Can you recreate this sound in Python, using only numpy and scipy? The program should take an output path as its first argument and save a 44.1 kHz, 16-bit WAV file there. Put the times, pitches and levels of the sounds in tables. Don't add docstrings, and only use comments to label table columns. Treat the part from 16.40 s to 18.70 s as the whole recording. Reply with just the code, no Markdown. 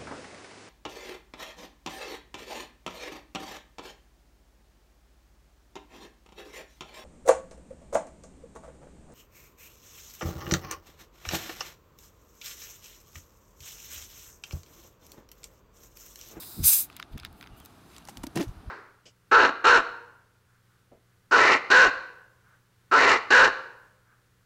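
import sys
import numpy as np
from scipy import signal
from scipy.fft import rfft, irfft
from scipy.io import wavfile
from scipy.ndimage import uniform_filter1d

SR = 44100
rng = np.random.default_rng(int(sys.argv[2]) if len(sys.argv) > 2 else 0)


def inscribe(sig):
    pcm = np.round(np.clip(np.atleast_2d(sig).T, -1, 1) * 32767)
    wavfile.write(sys.argv[1], SR, pcm.astype(np.int16))


N = 101429
T = np.arange(N) / SR


# time_s, treble_db, mid_db
JET_LEVELS = [(0.222, -56, -56.5), (0.242, -24.5, -30.5), (0.27, -13.5, -33), (0.288, -15, -29),
              (0.314, -20, -34), (0.332, -17, -29.5), (0.352, -19.5, -35), (0.406, -25, -41),
              (0.448, -40, -54.5), (0.48, -69, -79)]
# pitch_hz, relative_db
JET_TREBLE = [(4000, -31), (6000, -11.5), (7500, -4.5), (9000, -2.5), (10400, -2.5), (11300, 0),
              (14000, 3.5), (16000, -2)]
# pitch_hz, relative_db
JET_MID = [(500, -19.5), (1000, -14.5), (2000, -8.5), (3000, -4.5), (3800, -0.5), (5000, 1.5), (6500, 1.5),
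           (9000, -18.5)]
# pitch_hz, width_hz, relative_db
WHISTLES = [(8540, 260, -17), (10050, 260, -19), (11230, 300, -14), (12520, 300, -19), (13950, 300, -19)]

def gas_jet():
    treble_db, mid_db = curves(JET_LEVELS)
    whistles = sum(from_db(db) * narrow_noise(hz, width) for hz, width, db in WHISTLES)
    treble = from_db(treble_db) * unit_level(noise(JET_TREBLE) + whistles)
    mid = from_db(mid_db) * noise(JET_MID)
    return during(JET_LEVELS) * (treble + mid)


# time_s, level_db
SEEP_LEVELS = [(0, -39.5), (.04, -42.5), (.12, -43.5), (.22, -45), (.26, -70)]
# pitch_hz, relative_db
SEEP_TONE = [(1000, -10.5), (2800, -24), (3800, -2), (5000, -3), (6200, -10.5), (8600, -3), (10500, -5),
             (14000, 0.5), (16000, -0.5)]

def gas_seep():
    return during(SEEP_LEVELS) * loudness(SEEP_LEVELS) * noise(SEEP_TONE)


# time_s, pitch_hz
GAP_PITCH = [(.24, 8200), (.285, 9100), (.335, 7200), (.40, 6400)]

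def gap_ring(level_db=-28, width_hz=900, peak_s=.295, spread_s=.04):
    swell = np.exp(-((T - peak_s) / spread_s) ** 2)
    return from_db(level_db) * swell * narrow_noise(curves(GAP_PITCH)[0], width_hz)


# peak_s, level_db, half_length_s
WISPS = [(.73, -66, .01), (1.0, -64, .03), (1.18, -60, .009), (1.252, -57, .005)]

def gas_wisps():
    swells = sum(from_db(db) * bump(s, half_length) for s, db, half_length in WISPS)
    return swells * noise(JET_TREBLE)


# start_s, ring_db, snap_db, pitch_ratio
CAP_CLICKS = [(.500, -35, -47, .7), (.528, -43, -61, 1.15), (0.5660, -39, -30.5, 1.13),
              (.570, -39, -47, 1.13), (.5962, -29, -50, .45), (.599, -23.5, -38.5, 0.82),
              (0.6265, -23, -49, 1.0), (.776, -34, -50, 0.97), (0.780, -39, -41, 1.3),
              (.792, -43, -59.5, 0.84), (.799, -32.5, -45, 1.25), (0.8328, -32.5, -55, .85),
              (0.8494, -23, -33.5, 1.03), (.8605, -42, -58, 0.85), (.867, -44, -57, 1),
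              (.928, -68.5, -47, 0.97), (1.0108, -34.5, -52.5, 1.1), (1.027, -34, -47.5, 0.9),
              (1.040, -36.5, -63, 0.66), (1.0615, -35, -56, 0.55), (1.0725, -35.5, -53, .9),
              (1.2015, -51, -40.5, 0.99), (1.251, -56, -45, 1.2), (1.259, -52, -35, 1.3)]
# base_pitch_hz, relative_db, ring_s
PLASTIC_NOTES = [(1240, -13.5, 0.011), (1747, -7, .012), (2200, -9.5, 0.010), (2910, -9.5, 0.010),
                 (3630, -6.5, 0.009), (4050, -8.5, .008), (5400, -15, 0.007), (6990, -14.5, 0.0055)]
# pitch_hz, relative_db
SNAP_TONE = [(2000, -15.5), (5000, -6), (8000, -4), (11500, -0.5), (16000, 1.5)]
# pitch_hz, relative_db
CRACKLE_TONE = [(900, -3.5), (2000, -1.5), (4400, -1.5), (5500, -13), (16000, -31)]

def cap(low_cut_hz=950, snap_fade_s=.0011, tail_fade_s=.009, tail_below_snap_db=22):
    rings = sum(from_db(db) * strike(s, PLASTIC_NOTES, ratio, detune=.03)
                for s, db, _, ratio in CAP_CLICKS)
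    rings = signal.sosfilt(signal.butter(4, low_cut_hz, "high", fs=SR, output="sos"), rings)
    snaps = sum(from_db(db) * decay(s, snap_fade_s) for s, _, db, _ in CAP_CLICKS)
    tails = sum(from_db(db - tail_below_snap_db) * decay(s, tail_fade_s) for s, _, db, _ in CAP_CLICKS)
    return rings + snaps * noise(SNAP_TONE) + tails * noise(CRACKLE_TONE)


# time_s, level_db
FINGER_LEVELS = [(0, -69), (.033, -48.5), (.06, -69), (.46, -65.5), (.54, -63), (.60, -58), (.645, -63.5),
                 (.67, -81.5), (.715, -75.5), (.73, -59.5), (.76, -74), (.79, -53.5), (.815, -63.5),
                 (.86, -51), (.89, -80), (.99, -80.5), (1.035, -59), (1.055, -69), (1.11, -77.5),
                 (1.48, -73), (1.555, -59), (1.61, -65), (1.66, -76)]

def fingers():
    return during(FINGER_LEVELS) * loudness(FINGER_LEVELS) * grains(CRACKLE_TONE, per_s=2500)


# time_s, level_db
FOAM_LEVELS = [(.45, -64), (.68, -77), (1.1, -76), (1.2, -66), (1.45, -67), (1.55, -59.5), (1.63, -68),
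               (1.71, -62.5), (1.9, -70), (2.04, -62), (2.1, -69), (2.3, -76)]
# pitch_hz, relative_db
FOAM_TONE = [(1500, 3.5), (4000, 0.5), (9000, -1.5), (12000, -3), (14500, -4), (16000, -9)]

def foam():
    return loudness(FOAM_LEVELS) * noise(FOAM_TONE)


def ground_echo(sound, delay_s=.000798, strength=.28):
    hz = np.arange(N + 1) * SR / (2 * N)
    echo = strength * np.exp(-2j * np.pi * hz * delay_s)
    return irfft(rfft(sound, 2 * N) * (1 + echo))[:N] / np.hypot(1, strength)


# start_s, thud_db, pitch_ratio, grit_db, grit_fade_s
STEPS = [(1.565, -60, 3, -43, .002), (1.582, -56, 4.1, -39, 0.0018), (1.6524, -58, 3.7, -45, 0.0021),
         (1.674, -78, 2.7, -45.5, 0.0031), (1.6863, -37, 3.1, -36, 0.0026), (1.693, -43, 1.2, -46, 0.009),
         (1.7715, -38.5, 1, -39, 0.0025), (1.779, -41, .9, -51, .003), (1.795, -38, 0.72, -64, 0.0028),
         (1.8343, -38, 1.01, -40.5, 0.0035), (1.837, -23.5, 0.99, -41.5, 0.0055),
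         (1.8675, -36, 1.14, -38, 0.003), (1.8705, -32, 1, -51, 0.0023), (1.957, -33, 0.84, -35, 0.0045),
         (1.962, -23, 0.78, -51, .004), (1.973, -27.5, 3, -34.5, 0.005), (1.9979, -27, 0.99, -38, 0.0011),
         (2.028, -42, 2.6, -42, .01), (2.081, -42, .7, -58, .015)]
# base_pitch_hz, relative_db, ring_s
BOOT_NOTES = [(168, -11, 0.038), (261, -0.5, .04), (336, -8, 0.05), (600, -13, 0.028), (710, -19, 0.028),
              (946, -14.5, 0.039), (1365, -19, 0.025), (1890, -22, .025)]
# pitch_hz, relative_db
GRIT_TONE = [(500, -8), (1000, -3), (2500, -0.5), (6000, 0), (10000, -4.5), (16000, -11)]

def boots():
    thuds = sum(from_db(db) * strike(s, BOOT_NOTES, ratio) for s, db, ratio, _, _ in STEPS)
    crunch = sum(from_db(db) * decay(s, fade_s) for s, _, _, db, fade_s in STEPS)
    return thuds + crunch * grains(GRIT_TONE, per_s=14000)


# start_s, level_db, pitch_hz
PEBBLE_CRACKS = [(1.547, -48, 3000), (1.5645, -40.5, 3200), (1.624, -50, 2900), (1.7718, -42, 3000),
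                 (1.9615, -35, 6000), (1.9735, -27, 1900), (1.9825, -36, 3400), (2.026, -31, 1750),
                 (2.0265, -36, 3300)]
# pitch_ratio, relative_db, ring_s
PEBBLE_NOTES = [(1, 0, .008), (1.48, -5, .006), (2.9, -6, .004)]

def pebbles():
    return sum(from_db(db) * strike(s, PEBBLE_NOTES, hz) for s, db, hz in PEBBLE_CRACKS)


# time_s, level_db, slips_per_s
DRAG = [(1.947, -60, 120), (1.955, -39, 120), (1.963, -27, 130), (1.99, -29.5, 165), (2.015, -25, 309),
        (2.026, -35, 330), (2.04, -38, 300), (2.07, -58, 250)]
# pitch_hz, relative_db, ring_s
SOLE_NOTES = [(161, -1.5, 0.061), (240, -6, .03), (338, 0.5, .055), (700, -15.5, 0.05), (870, -19.5, 0.025),
              (1060, -18, 0.04), (1280, -22, 0.02), (1850, -19, .035), (2750, -22.5, 0.03)]
# pitch_hz, relative_db
ROLLING_TONE = [(500, -3), (1000, -1), (1900, 0.5), (4500, -3), (6200, -3), (8000, -11), (16000, -17)]

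def scuff(unevenness=.22, grit_db=-14):
    drag_db, slips_per_s = curves(DRAG)
    waver = np.interp(T, T[::200], rng.standard_normal(len(T[::200])))
    slip_count = np.floor(np.cumsum(slips_per_s * np.exp(unevenness * waver)) / SR)
    slips = np.diff(slip_count, prepend=0)
    judder = sum((-1) ** k * from_db(db) * ring(slips, hz, ring_s)
                 for k, (hz, db, ring_s) in enumerate(SOLE_NOTES))
    judder -= uniform_filter1d(judder, size=900)
    judder /= np.sqrt(np.abs(uniform_filter1d(judder ** 2, size=700)) + 1e-9)
    grit = from_db(grit_db) * grains(ROLLING_TONE, per_s=5000)
    return during(DRAG) * from_db(drag_db) * (judder + grit)


# peak_s, level_db, pitch_hz, half_length_s
WIND_PUFFS = [(.2, -36.5, 175, 0.017), (.228, -32, 70, 0.022), (0.26, -40.5, 70, 0.021),
              (0.746, -38.5, 49.85, .014), (0.76, -35.5, 112, 0.0067), (0.836, -46.5, 65, 0.015),
              (0.905, -50.5, 50.3, 0.034), (1.123, -46.5, 58.5, .016), (1.214, -57, 54.4, .03),
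              (1.81, -49.5, 65, 0.044), (2.093, -33.5, 56, .014), (2.181, -43.5, 55.8, .016),
              (2.284, -36.5, 60, 0.015)]

def wind():
    rumble = np.zeros(N)
    for s, db, hz, half_length in WIND_PUFFS:
        swell = bump(s, half_length)
        band = signal.butter(3, [hz * .55, hz * 1.8], "band", fs=SR, output="sos")
        puff = swell * signal.sosfilt(band, rng.standard_normal(N))
        rumble += from_db(db) * unit_level(puff) * np.sqrt(np.mean(swell ** 2))
    return rumble


# pitch_hz, relative_db
HUM_TONE = [(26, -32), (45, 1.5), (314, -2), (552, -14), (672, -7), (925, -10), (1020, -11.5), (1270, -9.5),
            (1980, -21.5), (4460, -25), (7470, -38), (9550, -32), (16000, -44)]
# time_s, relative_db
HUM_SWELL = [(0, 0), (.55, -2), (1.0, 0), (1.45, -1), (1.75, 1), (2.3, 2)]

def yard_hum(level_db=-54.5):
    return from_db(level_db) * loudness(HUM_SWELL) * noise(HUM_TONE)


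# time_s, pitch_hz, level_db
CHIRP = [(1.10, 2900, -84), (1.125, 2836, -66), (1.165, 2750, -70), (1.205, 3450, -68), (1.24, 2900, -68),
         (1.27, 2800, -85)]

def far_chirp(blur_hz=220):
    hz, db = curves(CHIRP)
    return during(CHIRP) * from_db(db) * narrow_noise(hz, blur_hz)


def from_db(db):
    return 10 ** (np.asarray(db) / 20)


def unit_level(sound):
    return sound / np.sqrt(np.mean(sound ** 2) + 1e-20)


def curves(rows):
    times, *columns = np.transpose(rows)
    return [np.interp(T, times, column) for column in columns]


def loudness(rows):
    return from_db(curves(rows)[0])


def during(rows):
    return np.clip(np.minimum(T - rows[0][0], rows[-1][0] - T) * 200 + 1, 0, 1)


def bump(peak_s, half_length_s):
    return np.exp(-((T - peak_s) / half_length_s) ** 2 / 2)


def decay(start_s, fade_s, rise_s=.0003):
    age = np.maximum(T - start_s + rise_s, 0)
    return np.minimum(age / rise_s, 1) * np.exp(-np.maximum(age - rise_s, 0) / fade_s)


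def shape_tone(sound, tone):
    points_hz, points_db = np.transpose(tone)
    hz = np.maximum(np.arange(N + 1) * SR / (2 * N), 1)
    gain = from_db(np.interp(np.log(hz), np.log(points_hz), points_db))
    bass_cut = np.minimum(hz / points_hz[0], 1) ** 2
    return unit_level(irfft(rfft(sound, 2 * N) * gain * bass_cut)[:N])


def noise(tone):
    return shape_tone(rng.standard_normal(N), tone)


def narrow_noise(hz, width_hz):
    smoothing = signal.butter(2, width_hz / 2, fs=SR, output="sos")
    flutter = signal.sosfilt(smoothing, rng.standard_normal((2, N)))
    phase = 2 * np.pi * np.cumsum(hz * np.ones(N)) / SR
    return unit_level(flutter[0] * np.cos(phase) + flutter[1] * np.sin(phase))


def grains(tone, per_s, spread_db=3.5, ring_cycles=18):
    sizes = from_db(spread_db * np.minimum(rng.exponential(1, N), 3)) * rng.choice([-1, 1], N)
    clicks = sizes * (rng.random(N) < per_s / SR)
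    pitch_choice = rng.integers(0, 24, N)
    rings = sum(hz * ring(clicks * (pitch_choice == k), hz, ring_cycles / hz)
                for k, hz in enumerate(np.geomspace(700, 15000, 24)))
    return shape_tone(rings, tone)


def ring(clicks, hz, ring_s):
    fade = from_db(-60 / (ring_s * SR))
    angle = 2 * np.pi * hz / SR
    return signal.lfilter([0, np.sin(angle)], [1, -2 * fade * np.cos(angle), fade ** 2], clicks + 1e-18)


def strike(start_s, notes, pitch_scale=1, detune=0, uneven_db=2):
    age = T[:SR // 5]
    knock = np.zeros(len(age))
    for k, (hz, db, ring_s) in enumerate(notes):
        level = from_db(db + uneven_db * rng.normal() - 60 * age / ring_s)
        pitch_hz = hz * pitch_scale * np.exp(detune * rng.normal())
        knock += (-1) ** k * level * np.sin(2 * np.pi * pitch_hz * age)
    return np.concatenate([np.zeros(int(start_s * SR)), knock, np.zeros(N)])[:N]


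def scene():
    gas = gas_jet() + gas_seep() + gap_ring() + gas_wisps()
    bottle = ground_echo(gas + cap() + fingers() + foam())
    feet = boots() + pebbles() + scuff()
    return (bottle + feet + wind() + yard_hum() + far_chirp())[None]


def record(dry):
    cutoff_hz = 15850
    treble_cut = signal.firwin(401, cutoff_hz, window=("kaiser", 8), fs=SR)
    return signal.fftconvolve(dry, treble_cut[None], "same")


dry = scene()
out = record(dry)
inscribe(out)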